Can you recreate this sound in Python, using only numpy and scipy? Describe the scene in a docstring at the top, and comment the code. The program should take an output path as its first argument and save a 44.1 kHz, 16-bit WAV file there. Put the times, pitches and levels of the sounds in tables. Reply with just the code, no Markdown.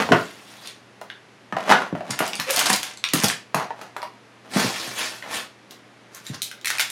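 """At a desk in a small, bare room with a faint hum, a cardboard box is set down and its tight lid dragged off.
A plastic-wrapped card pack is pulled out, crinkling and squeaking, and laid down; the empty box is tossed
aside, something rustles beside the desk, and the pack is picked up again. Decaying noise bursts ring modes for
snaps, knocks and bumps; random grains shaped by hand strokes make the crinkle, drag and rubbing.
The close microphone overloads on the loudest blows."""
import sys
import numpy as np
from scipy import signal
from scipy.fft import rfft, irfft, next_fast_len
from scipy.io import wavfile
from scipy.ndimage import uniform_filter1d, map_coordinates

SR = 44100
rng = np.random.default_rng(int(sys.argv[2]) if len(sys.argv) > 2 else 0)


def put_to_file(sound):
    """Save the sound as 16-bit audio at rate SR, in the file named by the first command-line argument."""
    columns = np.atleast_2d(sound).T  # one column per channel
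    safe = np.clip(columns, -1, 1)
    whole_steps = np.round(safe * 32767)
    wavfile.write(sys.argv[1], SR, whole_steps.astype(np.int16))


N = 304731
TIME = np.arange(N) / SR


def amp(db):
    """Amplitude ratio of a level in dB."""
    return 10 ** (np.asarray(db) / 20)


def unit(x):
    """x at an RMS of 1."""
    return x / np.sqrt(np.mean(x ** 2) + 1e-20)


def along(points, hz):
    """Interpolate (Hz, value) points on a log frequency axis."""
    f, v = np.transpose(points)
    return np.interp(np.log(hz + 1), np.log(f + 1), v)


def filtered(x, response):
    """x times a zero-phase response of frequency."""
    size = next_fast_len(len(x) + 8192)
    spectrum = rfft(x, size) * response(np.fft.rfftfreq(size, 1 / SR))
    return irfft(spectrum, size)[:len(x)]


def causal(x, gain, size=4096):
    """x through the minimum-phase filter that has this gain of frequency."""
    cepstrum = irfft(np.log(np.maximum(gain(np.fft.rfftfreq(size, 1 / SR)), 1e-6)))
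    # Folding the cepstrum makes the phase minimal
    cepstrum[1:size // 2] *= 2
    cepstrum[size // 2 + 1:] = 0
    impulse_response = irfft(np.exp(rfft(cepstrum)))
    return signal.fftconvolve(x, impulse_response)[:len(x)]


def hump(hz, centre_hz, q):
    """Gain of one broad resonance."""
    ratio = (hz + 1) / centre_hz
    return 1 / np.sqrt(1 + (q * (ratio - 1 / ratio)) ** 2)


def wobble(rate):
    """A random curve of straight segments, rate knots a second."""
    knots = rng.standard_normal(int(N * rate / SR) + 4)
    return map_coordinates(knots, [TIME * rate], order=1)


def strokes(rows, power=1.89):
    """Gain over time: each movement speeds up from rest and slows to rest; sound grows as a power of speed."""
    gains = []
    for s, db, rise_s, fall_s in rows:
        speed = np.interp(TIME, [s - rise_s, s, s + fall_s], [0, 1, 0])
        gains.append(amp(db) * speed ** power)
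    return np.linalg.norm(gains, axis=0)


def add(track, s, sound):
    """Mix a sound into the track at a time."""
    start = max(round(s * SR), 0)
    track[start:start + len(sound)] += sound[:max(N - start, 0)]


def grains(rate, spread_db):
    """Random tiny impulses, rate a second on average, mostly weak and a few strong."""
    size = amp(spread_db * np.minimum(rng.exponential(size=N), 4))
    present = rng.random(N) < rate / SR
    return present * rng.choice([-1, 1], N) * size


def patchy(x, depth_db):
    """Each band swells and fades by itself for some tens of milliseconds."""
    z = signal.stft(x, nperseg=256)[2]
    field = uniform_filter1d(rng.standard_normal(z.shape), size=7, axis=0)  # over frequency
    field = uniform_filter1d(field, size=9, axis=1)  # over time
    return unit(signal.istft(z * amp(depth_db * unit(field)), nperseg=256)[1][:N])


def room(x, wet_db, gap_s=0.0016):
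    """The direct sound, then the walls' answer, each frequency dying at its own speed."""
    # Each row: frequency in Hz, t60 in s.
    decay_points = [(100, 0.36), (260, 0.33), (700, 0.31), (1840, 0.29), (4850, 0.29), (12800, 0.2)]
    hz, t, z = signal.stft(rng.standard_normal(SR // 2), SR, nperseg=256)
    decay = amp(-60 * t / along(decay_points, hz)[:, None])
    tail = signal.istft(z * decay, SR, nperseg=256)[1]
    tail *= 1 - np.exp(-(np.arange(len(tail)) / SR / gap_s) ** 2)
    answer = amp(wet_db) * tail / np.linalg.norm(tail)
    answer[0] += 1
    return signal.fftconvolve(x, answer)


def background(air_db=-53.5, waver_db=1):
    """Steady shaped room noise with two faint, slightly wavering hum tones."""
    # Quiet-room spectrum. Each row: frequency in Hz, relative gain in dB.
    air_points = [(25, -36), (185, -10), (270, -6), (2050, -11), (11300, -33), (16000, -56)]
    # Hum tones. 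Each row: frequency in Hz, RMS level in dB before the waver.
    hum_tones = [(119, -69), (204.6, -71)]
    air = unit(filtered(rng.standard_normal(N), lambda hz: amp(along(air_points, hz))))
    hum = np.zeros(N)
    for hz, db in hum_tones:
        level = np.sqrt(2) * amp(db + waver_db * wobble(rate=3.38))
        hum += level * np.sin(2 * np.pi * hz * TIME)
    return amp(air_db) * air + hum


def rub(level_db=-2, wet_db=-3):
    """Soft surfaces brush past each other: dense grains merge into a rough swish of changing colour."""
    # Soft-rubbing spectrum. Each row: frequency in Hz, relative gain in dB.
    rustle_points = [(70, -29), (229, -16.5), (424, -10), (1680, -5), (4020, -8.5), (10000, -16),
                     (16000, -21)]
    # Brushes of hand, sleeve and bag. Each row: fastest moment in s, relative level in dB, rise in s, fall in s.
    brushes = [(0.2, -41.5, 1, 0.48), (0.52, -47, 0.17, 0.39), (0.68, -40, 0.12, 0.063),
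               (4.6, -22, 0.12, 0.16), (4.68, -30.5, 0.19, 0.8), (4.99, -27.5, 0.064, 0.23),
               (5.16, -42.5, 0.07, 0.094), (5.348, -26.5, 0.094, 0.14), (5.715, -46.5, 0.025, 0.066),
               (6.16, -42.5, 0.061, 0.098), (6.27, -38, 0.047, 0.078), (6.345, -34.5, 0.025, 0.035)]
    fibres = grains(rate=6000, spread_db=3.3) * amp(1.6 * wobble(rate=130))
    swish = patchy(causal(fibres, lambda hz: amp(along(rustle_points, hz))), depth_db=2.8)
    return room(amp(level_db) * strokes(brushes) * swish, wet_db)[:N]


def drag(level_db=-2, judder_db=4.0, wet_db=-2):
    """Card sticks and slips on card: juddering grains, coloured by the hollow box."""
    # Card-on-card spectrum. Each row: frequency in Hz, relative gain in dB.
    card_points = [(100, -24.5), (202, -8.5), (322, -12), (705, -2), (1610, -8), (10700, -31.5),
                   (16000, -37)]
    # Slides of box, lid and pack. 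Each row: fastest moment in s, relative level in dB, rise in s, fall in s.
    slides = [(0.002, -22, 0.021, 0.076), (0.39, -50.5, 0.045, 0.37), (1.59, -36.5, 0.054, 0.53),
              (1.721, -13.5, 0.068, 0.043), (1.655, -33, 0.038, 0.06), (1.77, -28.5, 0.032, 0.14),
              (1.96, -45, 0.02, 0.14), (2.1, -37.5, 0.12, 0.17), (2.22, -32.5, 0.063, 0.23),
              (2.58, -36, 0.14, 0.22), (2.72, -26.5, 0.11, 0.047), (3.236, -19.5, 0.0074, 0.048),
              (3.6, -26, 0.067, 0.083), (3.8, -41.5, 0.069, 0.19), (4.46, -47.5, 0.03, 0.14),
              (4.57, -27, 0.067, 0.24), (5.235, -38, 0.0054, 0.21)]
    slips = grains(rate=1400, spread_db=4.0) * amp(judder_db * wobble(rate=130))
    card = unit(causal(slips, lambda hz: amp(along(card_points, hz))))
    return room(amp(level_db) * strokes(slides) * card, wet_db)[:N]


def bumps(t60_s=0.18, q=0.86, level_db=19, wet_db=-10):
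    """A soft, uneven push makes the desk top swing for a few cycles."""
    # Dull bumps carried by the desk. Each row: start in s, relative level in dB, pitch in Hz.
    pushes = [(0.092, -24, 227), (0.124, -13, 137), (1.526, -25.5, 209), (1.927, -17.5, 208),
              (2.096, -27.5, 159), (2.392, -30.5, 158), (2.205, -19.5, 296), (2.7, -22.5, 230),
              (3.138, -14, 226), (3.237, -15.5, 160), (3.548, -21.5, 189), (4.561, -12.5, 220),
              (4.645, -18.5, 233), (4.875, -34, 164), (6.299, -24.5, 138)]
    low_hz, steepness = 95, 10
    track, t = np.zeros(N), np.arange(SR // 4) / SR

    def bass_cut(hz):
        return hz ** steepness / (hz ** steepness + low_hz ** steepness)

    for s, db, pitch_hz in pushes:
        push = rng.standard_normal(len(t)) * amp(-60 * t / t60_s)
        push[0] += 25
        swing = causal(push, lambda hz: hump(hz, pitch_hz, q) ** 2 * bass_cut(hz))
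        add(track, s, room(amp(db + level_db) * swing / np.linalg.norm(swing), wet_db))
    return track


def landing(s=0.11, attack_s=0.002):
    """The full box lands flat on the desk and its hollow body rings briefly."""
    # Modes of the hollow body. Each row: frequency in Hz, level in dB, t60 in s.
    body_modes = [(257, -13, 0.14), (428, -16, 0.29)]
    track, t = np.zeros(N), np.arange(SR // 2) / SR
    ring = sum(amp(db - 60 * t / t60_s) * np.sin(2 * np.pi * hz * t) for hz, db, t60_s in body_modes)
    add(track, s, ring * (1 - np.exp(-t / attack_s)))
    return track


def knocks(t60_s=0.035, q=2.2, panel_q=4, flat_db=-14, soft_hz=5000, level_db=13, wet_db=-1):
    """A short rough contact rings the well-damped box panels; its centre frequency picks which ones."""
    # Cardboard panel modes. Each row: frequency in Hz, relative gain in dB.
    panel_modes = [(255, -17), (425, -12), (635, -6), (980, -8.5), (1380, -10.5), (1850, -11.5),
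                   (2800, -14)]
    # Knocks of box, lid and pack. Each row: start in s, relative level in dB, centre in Hz.
    contacts = [(0.002, -19, 550), (0.09, -11.5, 610), (0.12, 0, 1270), (0.122, -11, 2180), (0.123, 0, 480),
                (1.015, -23, 740), (1.525, -14.5, 1090), (1.567, -9, 780), (1.681, -15, 760),
                (1.713, 1, 1030), (1.723, 2, 1170), (1.821, -14, 970), (1.952, -17.5, 670),
                (2.007, -17.5, 686), (2.205, -7.5, 1040), (2.4, -19, 1160), (2.701, -12.5, 900),
                (3.137, -16, 1110), (3.545, -7, 960), (3.607, -16, 1000), (3.706, -17, 800),
                (3.814, -25, 930), (3.965, -17.5, 950), (4.029, -16.5, 870), (5.225, -22.5, 2020)]
    track, t = np.zeros(N), np.arange(SR // 8) / SR

    def panels(hz):
        return amp(flat_db) + sum(amp(db) * hump(hz, f, panel_q) ** 2 for f, db in panel_modes)

    for s, db, centre_hz in contacts:
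        contact = rng.standard_normal(len(t)) * amp(-60 * t / t60_s)
        contact[0] += 9  # the first touch is the hardest
        knock = causal(contact, lambda hz: panels(hz) * hump(hz, centre_hz, q) / np.hypot(1, hz / soft_hz))
        add(track, s, room(amp(db + level_db) * knock / np.linalg.norm(knock), wet_db))
    return track


def squeak(jitter=0.064, rise_per_s=3.0, squeal_db=-4, squeal_hz=2560, squeal_jitter=0.11,
           scrape_db=-2, scrape_hz=1500, wet_db=-3):
    """The wrapper slips unevenly over the rim: a hollow squawk, with a thin squeal rising as the film tightens."""
    # Each row: fastest moment in s, relative level in dB, rise in s, fall in s, mean slips per s.
    rim_slides = [(2.5, -27, 0.035, 0.031, 545), (2.581, -30, 0.027, 0.011, 750)]
    track = np.zeros(N)
    for s, db, rise_s, fall_s, slip_hz in rim_slides:
        turns = np.cumsum(slip_hz * (1 + jitter * wobble(rate=240))) / SR
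        tone = unit(np.sin(2 * np.pi * turns) * amp(3.4 * wobble(rate=300)))
        # One random impulse per slip
        slips = np.diff(np.floor(turns), prepend=0) * rng.standard_normal(N)
        scrape = unit(causal(slips, lambda hz: hump(hz, scrape_hz, 1.0)))
        tension = 1 + rise_per_s * np.clip(TIME - s, -rise_s, fall_s)
        pitch_hz = squeal_hz * tension * (1 + squeal_jitter * wobble(rate=1500))
        squeal = unit(np.sin(2 * np.pi * np.cumsum(pitch_hz) / SR))
        squawk = tone + amp(scrape_db) * scrape + amp(squeal_db) * squeal
        track += strokes([(s, db, rise_s, fall_s)], power=1) * squawk
    return room(track, wet_db)[:N]


def crinkle(cycles=1.1, lowest_hz=1100, highest_hz=14000, wet_db=-4):
    """Countless small creases give way in clumps under the fingers; neighbours ring at kindred pitches."""
    # Crinkling-wrapper spectrum. Each row: frequency in Hz, relative gain in dB.
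    film_points = [(240, -24.5), (753, -1.5), (1760, -5), (5350, -11), (9470, -8.5), (16000, -27)]
    # Squeezes of the wrapper. Each row: fastest moment in s, level in dB, rise in s, fall in s.
    squeezes = [(2.11, -31.5, 0.011, 0.059), (2.27, -34.5, 0.15, 0.063), (2.41, -28, 0.042, 0.021),
                (2.585, -25, 0.087, 0.17), (2.73, -23.5, 0.4, 0.097), (2.84, -40, 0.041, 0.24),
                (3.14, -27.5, 0.009, 0.074), (3.245, -26, 0.15, 0.044), (3.29, -25, 0.079, 0.052),
                (6.705, -35, 0.058, 0.22), (6.812, -29, 0.13, 0.026)]
    creases = grains(rate=1700, spread_db=3.0) * amp(8 * np.tanh(wobble(rate=130)))
    starts, ring = np.flatnonzero(creases)[:, None], np.arange(SR // 200)
    drift = 0.25 * wobble(rate=70)[starts]
    smallness = (0.5 + drift + 0.2 * rng.standard_normal(starts.shape)) % 1
    pitch_hz = lowest_hz * (highest_hz / lowest_hz) ** smallness
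    turns = pitch_hz * ring / SR
    pings = creases[starts] * pitch_hz * np.sin(2 * np.pi * turns) * np.exp(-turns / cycles)
    # Sum the overlapping pings into one track
    crackle = np.bincount((starts + ring).ravel(), pings.ravel(), N)[:N]
    film = causal(crackle, lambda hz: amp(along(film_points, hz)))
    return room(strokes(squeezes) * unit(film), wet_db)[:N]


def snaps(loud_q=2.6, q_per_db=0.13, second_ratio=2.01, second_db=-7.0, bass_share=0.54, buckle_t60_s=0.012,
          crack_t60_s=0.026, crack_hz=7500, edge_ratio=1.37, level_db=8, wet_db=-1.0):
    """A crease buckles, ringing two facet modes, and a bright crack runs along the fold; hard snaps are drier."""
    # Wrapper creases, and sharp ticks of nails and box edges.
    # Each row: start in s, relative level in dB, main ring in Hz, crack in dB relative to the ring.
    creases = [(0.6733, -19.5, 4040, -25), (1.013, -30, 3250, 7), (1.101, -17.5, 1650, -28),
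               (2.1075, -13.5, 4830, -11), (2.1906, -5.5, 1450, 1), (2.2777, -12.5, 2500, 4),
               (2.333, -11.5, 2560, -20), (2.3544, -15, 4260, -18), (2.399, -6.5, 2130, -5),
               (2.465, -24, 2540, -12), (2.503, -16, 2400, 7), (2.5065, -2.5, 5040, 14),
               (2.562, -4, 3120, 6), (2.572, -7, 2420, -7), (2.592, 0, 2420, 8), (2.6607, -6, 2380, -2),
               (2.7, -3.5, 1670, 2), (2.7304, -2.5, 4400, 5), (2.76, -8, 1890, 6), (2.831, -9.5, 2120, 0.5),
               (2.9734, -24, 4040, -23), (3.04, -3, 1980, -18), (3.088, -14.5, 3100, -26),
               (3.1353, 1.5, 1800, 10), (3.191, -16, 2850, -16), (3.236, -4, 6100, -6),
               (3.2427, -0.5, 3450, 1.5), (3.284, -5, 3700, -2), (3.2999, -6.5, 1500, -25),
               (3.5465, -5.5, 1260, -1.5), (3.8143, -26.5, 2520, 2), (3.966, -23, 2060, -2),
               (4.019, -23, 2270, -11), (4.029, -27, 2310, 4), (5.709, -25.5, 3540, -1),
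               (6.148, -22.5, 6360, -1), (6.2665, -19.5, 3670, -9), (6.4193, -7.5, 3510, -1.5),
               (6.429, -10.5, 3900, 17), (6.479, -29, 2580, -8), (6.514, -18.5, 1660, -3),
               (6.613, -30.5, 3430, -7), (6.6465, -12, 1890, -5), (6.6568, -6, 1890, 5),
               (6.6717, -6.5, 2100, -2), (6.6805, -10.5, 3050, -1), (6.703, -6, 1760, -4),
               (6.784, -9, 2400, -5), (6.796, -3, 1610, -3.5), (6.802, -3, 2280, 2), (6.811, -7, 3040, -13),
               (6.901, -13, 1980, 10)]
    track, t = np.zeros(N), np.arange(SR // 20) / SR
    for s, db, main_hz, bright_db in creases:
        q, second_hz = loud_q - q_per_db * db, second_ratio * main_hz
        low_hz, edge_hz = bass_share * main_hz, edge_ratio * second_hz
        decays = amp(-60 * t / [[buckle_t60_s], [crack_t60_s]])
        buckle, run = rng.standard_normal((2, len(t))) * decays
        buckle[0] = 3.5  # first click

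        def facet_gain(hz):
            modes = hump(hz, main_hz, q) + amp(second_db) * hump(hz, second_hz, q)
            bass_cut = hz ** 4 / np.hypot(hz ** 4, low_hz ** 4)  # a facet radiates little below its modes
            return modes * bass_cut / np.hypot(1, (hz / edge_hz) ** 2)

        def crack_gain(hz):
            return hump(hz, crack_hz, q=0.28) * hz ** 2 / (hz ** 2 + low_hz ** 2)

        snap = unit(causal(buckle, facet_gain)) + amp(bright_db) * unit(causal(run, crack_gain))
        add(track, s, room(amp(db + level_db) * snap / np.linalg.norm(snap), wet_db, gap_s=0.0039))
    return track


def scene():
    """Sum of all layers, one channel."""
    bed = background() + rub() + drag()
    box = bumps() + landing() + knocks()
    wrapper = squeak() + crinkle() + snaps()
    return (bed + box + wrapper)[None]


def record(dry):
    """The microphone colours the sound, clips at full scale, loses the deep bass and is band-limited."""
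    # Each row: frequency in Hz, gain in dB.
    colour = [(40, -8), (70, 4.5), (100, 7.5), (1000, 1.0), (6500, 2.5),
              (8000, -0.5), (9800, 2.0), (13000, -1.5), (16000, -10.5)]
    low_cut_hz, top_hz = 36, 16100
    heard = np.clip(causal(dry[0], lambda hz: amp(along(colour, hz))), -1, 1)
    return filtered(heard, lambda hz: (hz < top_hz) * hz ** 3 / np.hypot(hz ** 3, low_cut_hz ** 3))[None]


dry = scene()
out = record(dry)
put_to_file(out)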